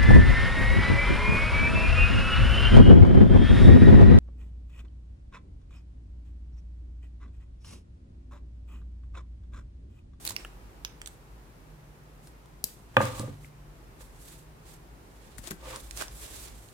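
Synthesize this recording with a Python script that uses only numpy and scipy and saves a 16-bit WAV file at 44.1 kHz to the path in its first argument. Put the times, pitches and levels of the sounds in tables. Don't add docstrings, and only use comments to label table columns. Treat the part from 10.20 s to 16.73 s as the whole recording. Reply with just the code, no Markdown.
import sys
import numpy as np
from scipy import signal
from scipy.fft import rfft, irfft
from scipy.io import wavfile
from scipy.ndimage import uniform_filter1d

SR = 44100
rng = np.random.default_rng(int(sys.argv[2]) if len(sys.argv) > 2 else 0)


def waveform_to_disk(signal):
    frames = np.transpose(np.atleast_2d(signal))
    scaled = np.clip(frames, -1, 1) * 32767
    samples = np.round(scaled).astype(np.int16)
    wavfile.write(sys.argv[1], SR, samples)


N = 287973
TIME, FREQS = np.arange(N) / SR, np.fft.rfftfreq(N, 1 / SR)
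SIDES = np.array([[1], [-1]])


def undb(db):
    return 10 ** (np.asarray(db) / 20)


def unit(x):
    return x / np.sqrt(np.mean(x ** 2))


def along(table):
    hz, values = np.transpose(table)
    return np.interp(np.log(FREQS + 1), np.log(hz), values)


def colour(x, table):
    edges = [(table[0][0] / 2, -60)] + list(table)
    return irfft(rfft(x) * undb(along(edges)), N)


def butter(x, order, hz, kind):
    return signal.sosfilt(signal.butter(order, hz, kind, fs=SR, output="sos"), x)


def walk(rate_hz):
    hold = int(SR / rate_hz)
    steps = np.repeat(rng.standard_normal(N // hold + 1), hold)
    return 1.3 * uniform_filter1d(uniform_filter1d(steps, hold), hold)[:N]


def grit(scatter_db):
    return unit(rng.standard_normal(N) * undb(scatter_db * rng.exponential(size=N)))


def ring(x, hz, t60):
    pole = np.exp(2j * np.pi * hz / SR - np.log(1000) / (t60 * SR))
    return signal.lfilter([1], [1, -pole], x).imag


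def swells(rows, swing_db=20):
    start, db, rise, hold, fall = np.array(rows)[:, :5].T[:, :, None]
    t = TIME[::16]
    slope = np.minimum(np.minimum((t - start) / rise, (start + hold - t) / fall), 0)
    return t, undb(2 * np.maximum(db + swing_db * slope, -200))


def place(out, start, x, pan_db, lag_ms_per_db=0.04):
    for channel, side in enumerate((1, -1)):
        i = int((start - side * pan_db * lag_ms_per_db / 2000) * SR)
        n = min(len(x), N - i)
        out[channel, i:i + n] += x[:n] * undb(side * pan_db / 2)


def room_tone():
    # (frequency [Hz], relative level [dB])
    spectrum = [(36, -30), (56, -2), (77, -17.5), (117, -8), (209, -16.5), (246, -17), (333, -17),
                (375, -17), (612, -22.5), (889, -22), (2610, -32.5), (3370, -36.5), (15000, -43),
                (16500, -56.5)]
    # (frequency [Hz], correlation [-1 to 1])
    likeness = [(60, 0.99), (130, 0.77), (290, 0.84), (640, 0.2), (1410, -0.2), (3100, 0.043),
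                (6820, -0.11), (15000, 0.17)]
    alike = np.clip(along(likeness), -.9, .99)
    mid, side = (rfft(colour(rng.standard_normal(N), spectrum)) for _ in range(2))
    noise = irfft(np.sqrt(1 + alike) * mid + np.sqrt(1 - alike) * side * SIDES, N)
    return unit(noise) * undb(-53 + 0.7 * walk(rate_hz=2.55))


def rumble(centre_hz=49.5, half_width_hz=12):
    # (time [s], level [dB])
    levels = [(0.0, -51.5), (1.6, -54), (3.2, -56.5), (3.65, -50.5), (4.9, -55), (5.4, -48), (6.53, -50)]
    band = 1 / (1 + ((FREQS - centre_hz) / half_width_hz) ** 4)
    mid, side = irfft(rfft(rng.standard_normal((2, N))) * band, N)
    return unit(mid + 0.21 * side * SIDES) * undb(np.interp(TIME, *np.transpose(levels)))


def hum():
    # (time [s], level [dB], pitch [Hz])
    course = [(1.2, -78, 154.8), (1.574, -51.5, 152.2), (1.7, -66, 147), (1.85, -57.5, 151.5),
              (2.3, -65.5, 149), (2.45, -80, 147), (3.0, -85, 147), (3.06, -50, 147.5),
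              (3.54, -55.5, 146.3), (3.65, -72.5, 148.4), (4.23, -57.5, 153.8), (4.62, -60, 156.3),
              (4.8, -91, 156)]
    times, *columns = np.transpose(course)
    db, hz = (np.interp(TIME, times, column) for column in columns)
    return np.sqrt(2) * undb(db) * np.sin(2 * np.pi * np.cumsum(hz) / SR)


def brushing():
    # (time at full level [s], level [dB], rise [s], hold [s], fall [s],
    # body minus hiss [dB], left minus right [dB])
    strokes = [(0.023, -51.5, 0.13, .02, .03, -7, -3), (0.056, -40, 0.022, 0.023, .005, -6.5, -7),
               (0.092, -38, .006, .007, .006, -9, -4.5), (0.105, -38, .004, .004, .03, -6, -4),
               (0.16, -55.5, 0.058, .05, 0.15, -3, -1), (0.872, -46, 0.011, .002, 0.017, -21, -10),
               (0.9, -63, .02, .01, 0.13, -10, 3), (2.033, -63.5, 0.028, 0.055, .05, -9, -4),
               (2.456, -54, .012, 0.041, 0.17, -9, -5), (2.82, -40.5, 0.046, .01, 0.19, 4, -2),
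               (2.99, -45.5, 0.24, 0.012, 0.14, -1.5, -1), (3.26, -60, 0.26, 0.0044, .06, -6.5, -4),
               (3.807, -53.5, .025, .005, 0.094, -7.5, -4), (4.06, -53, .2, 0.078, 0.14, -9, -2.5),
               (4.495, -54.5, 0.097, 0.038, 0.071, -7, -4), (5.07, -62.5, 0.5, 0.056, 0.39, -3, -6.5),
               (5.183, -42.5, 0.0081, 0.0018, 0.023, -10, 10), (5.278, -41.5, 0.071, .002, 0.025, -7.5, 5),
               (5.308, -38, 0.0047, 0.0022, 0.021, -4, 4), (5.476, -50, 0.08, 0.042, 0.16, 5.5, -3),
               (5.561, -44, 0.17, .002, 0.056, -4, -2), (5.592, -51.5, .03, .02, 0.38, -8.5, -3.5),
               (5.767, -42.5, 0.024, .03, .03, -7.5, -5), (5.821, -35.5, .07, .002, 0.026, -2.5, -2.5),
               (5.835, -49.5, .02, .005, 0.091, -6, 3), (6.032, -44.5, 0.19, .005, 0.17, -5.5, -1.5),
               (6.159, -46, 0.32, 0.1, 0.16, -7, -3.5), (6.354, -58.5, .1, .2, 0.11, -6.5, -3)]
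    # (frequency [Hz], relative level [dB])
    hiss_colour = [(2500, -23), (3500, -1.5), (5500, -0.5), (8000, 6), (10500, 4.5), (13000, 3),
                   (16000, -7)]
    body_colour = [(300, 1), (700, -4.5), (1200, -5.0), (2500, -5.5), (3500, -10), (6000, -23.5)]
    t, power = swells(strokes)
    total = power.sum(axis=0)
    db = np.interp(TIME, t, 10 * np.log10(total))
    blend = np.array(strokes)[:, 5:].T @ power / total
    body_db, pan_db = (np.interp(TIME, t, column) for column in blend)
    shared = grit(scatter_db=2.0)
    flutter_db = 1.6 * walk(rate_hz=110)
    drift = walk(rate_hz=25)
    dull = np.clip(0.075 * (body_db + 12.5) + .15 * drift, 0, .85)
    top = signal.butter(2, 8500, "high", fs=SR, output="sos")
    out = []
    for side in (1, -1):
        slips = 0.29 * shared + 1.22 * grit(scatter_db=1.43)
        hiss = unit(colour(slips, hiss_colour))
        hiss -= dull * signal.sosfiltfilt(top, hiss)
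        body = undb(body_db + 1.65 * drift) * unit(colour(slips, body_colour))
        out.append(undb(db + flutter_db + side * pan_db / 2) * (hiss + body))
    return np.array(out)


def snaps(peak_s=.0012, rattle_t60_s=0.024, rattle_share=0.47):
    # (time [s], peak [dB], low ring [Hz], high ring [Hz],
    # high minus low [dB], left minus right [dB])
    ticks = [(0.0506, -18, 4930, 14400, 17, 4.5), (0.0644, -25, 3170, 6670, 17, 2),
             (0.0747, -18, 4500, 10000, -3, -6.5), (0.0884, -27, 3270, 9140, 1, -10),
             (0.0942, -24, 4030, 6470, 9, -8.5), (0.1059, -24, 1160, 8540, 7, -1),
             (0.163, -16.5, 2770, 5470, 7.5, -6.5), (0.2475, -29, 1660, 2850, 0, -0.5),
             (0.6481, -17.5, 3480, 5980, 1.5, -5.5), (0.8156, -25.5, 3330, 8600, 4, -4.5),
             (0.8596, -27, 4050, 8560, 27, -8.5), (0.8729, -25, 3550, 8100, 7, -5.5),
             (2.0717, -38, 1660, 9600, 16, -0.5), (2.2578, -48, 1440, 8590, 4, 0),
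             (2.4401, -9, 8300, 13400, 6, 5), (2.4514, -38, 4170, 8000, 12, -1),
             (2.7672, -13, 1670, 8100, -22, 3.5), (2.8138, -20, 1670, 8050, -18, 0),
             (2.8532, -24, 1750, 8800, -3, 5.5), (2.9947, -23, 1700, 9100, 10, -0.5),
             (3.245, -42, 2170, 6770, -21, 10), (3.8062, -48, 3110, 8500, 5, -4),
             (5.182, -35, 2040, 8800, 2, 14.5), (5.2397, -38, 3970, 7600, 8, 7),
             (5.2723, -26.5, 4500, 9100, 23, 7.5), (5.289, -40, 2430, 12000, -6, 10),
             (5.3083, -22, 2500, 12300, 9, 9.5), (5.3156, -27, 1700, 10800, -7, 7),
             (5.5593, -23.5, 1940, 9000, 23, -0.5), (5.7094, -23, 2650, 8500, 14, -7.5),
             (5.7728, -32, 1430, 8500, 11, -17), (5.8104, -26, 1500, 7650, -6, -4),
             (5.8211, -21.5, 1500, 8540, -5, -5), (5.8809, -29.5, 1160, 6400, 5, -2),
             (6.4863, -44, 4700, 7400, 6, -7)]
    out, t = np.zeros((2, N)), np.arange(2500) / SR
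    buckle = np.exp(-np.abs(t - peak_s) / np.where(t < peak_s, .00025, .0005))
    rattle = rattle_share * (t > peak_s) * undb(-60 * t / rattle_t60_s)
    for start, db, low_hz, high_hz, high_db, pan_db in ticks:
        crack = np.sign(rng.standard_normal(len(t))) * (buckle + rattle)
        low_fold = unit(ring(crack, low_hz, t60=13 / low_hz))
        high_fold = undb(high_db) * unit(ring(crack, high_hz, t60=12 / high_hz))
        snap = unit(low_fold + high_fold) + undb(-1 + min(high_db, 0) / 2) * unit(crack)
        snap = butter(snap, 2, .5 * low_hz, "high")
        snap = butter(snap, 1, min(1.8 * high_hz, .45 * SR), "low")
        place(out, start, snap * undb(db) / np.abs(snap).max(), pan_db)
    return out


def thuds():
    # (time [s], level [dB], pitch [Hz], t60 [s])
    landings = [(0.074, -47, 330, 0.046), (0.105, -43.5, 101.3, 0.22), (2.442, -32, 231, 0.017),
                (2.999, -25, 150, 0.04), (3.082, -31, 200, 0.025), (5.191, -35, 121, 0.044),
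                (5.24, -45.5, 567, 0.046), (5.275, -41, 348, 0.06), (5.311, -32, 202, 0.085),
                (5.323, -36, 166, 0.077)]
    out, t = np.zeros((2, N)), np.arange(8000) / SR
    for start, db, hz, t60 in landings:
        tones = np.sin(2 * np.pi * hz * t) + 0.55 * np.sin(2 * np.pi * 1.88 * hz * t)
        place(out, start, tones * undb(db - 60 * t / t60), pan_db=0)
    return out


def cutting_board(left_lag_ms=0.18):
    # (time [s], impulse [dB], contact time [ms])
    blows = [(2.744, -57, 0.18), (2.7676, -14.5, 0.1), (2.8046, -19, 0.48), (2.8077, -34, 1.2),
             (2.827, -21, 2.5), (2.997, -23, 2.4), (3.031, -28, 1.5), (3.04, -50, 2.6), (3.075, -47, 0.63),
             (3.084, -26.5, 2.44), (3.807, -53, 0.29)]
    # (time at full force [s], force [dB], rise [s], hold [s], fall [s])
    drags = [(2.82, -72, 0.0084, .01, 0.14), (2.992, -81.5, 0.051, .003, 0.076),
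             (5.43, -89, 0.017, 0.046, .1), (5.52, -84, 0.094, 0.046, 0.026)]
    # (frequency [Hz], gain [dB], t60 [s], left minus right [dB])
    modes = [(97, -13.5, 0.47, -1.5), (120, -6.5, 0.33, -1), (212, -10, 0.13, -0.5), (257, -21.5, 0.6, -3),
             (280, -13, 0.19, 0.5), (380, -23, 0.2, -11), (515, 1.5, 0.074, 2), (557, -9.5, 0.11, -15),
             (600, -12.5, 0.14, -5), (763, -14, 0.05, -8), (783, -3, 0.041, 0), (916, 8, .014, 0.5),
             (1070, -0.5, 0.039, -3), (1186, -6, 0.096, -3), (1213, -11, 0.24, -5), (1230, 7.5, 0.011, 0.5),
             (1573, -4.5, 0.022, 21.5), (1800, 5, 0.016, -1.5), (2420, -2.5, 0.044, 6.5),
             (2650, 4.5, 0.011, 2), (3160, -5, 0.011, -12.5), (3440, -4, 0.021, 4.5)]
    force = np.zeros(N)
    for start, db, contact_ms in blows:
        width = max(int(contact_ms * SR / 1000), 3) + 2
        push = np.sin(np.pi * np.linspace(0, 1, width))
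        i = int(start * SR)
        force[i:i + width] += undb(db) * push / push.sum()
    slips = grit(scatter_db=2.5) * undb(0.84 * walk(rate_hz=80))
    rattle = unit(unit(ring(slips, hz=564, t60=0.0074)) + 1.55 * unit(ring(slips, hz=1065, t60=0.013)))
    t, power = swells(drags)
    force += rattle * np.interp(TIME, t, np.sqrt(power.sum(axis=0)))
    out = np.zeros((2, N))
    for k, (hz, db, t60, pan_db) in enumerate(modes):
        out += (-1) ** k * ring(force, hz, t60) * undb(db + SIDES * pan_db / 2)
    out[0] = np.interp(TIME - left_lag_ms / 1000, TIME, out[0])
    return butter(out, 2, 80, "high")


def reflections(near, t60_s=0.36, treble_t60_s=0.22, level_db=-10):
    t = np.arange(int(.7 * SR)) / SR
    onset = np.clip(t / 0.0062 - .25, 0, 1)
    noise = rng.standard_normal((2, len(t))) * onset * np.sqrt(2 * np.log(1000) / t60_s / SR)
    low = butter(noise, 1, 2500, "low")
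    tail = low * undb(-60 * t / t60_s) + (noise - low) * undb(-60 * t / treble_t60_s)
    return undb(level_db) * signal.fftconvolve(near, tail, axes=1)[:, :N]


def scene():
    near = brushing() + snaps() + thuds() + cutting_board()
    return near + reflections(near) + room_tone() + rumble() + hum()


def record(dry):
    return signal.sosfilt(signal.ellip(10, .2, 70, 16400, fs=SR, output="sos"), dry)


dry = scene()
out = record(dry)
waveform_to_disk(out)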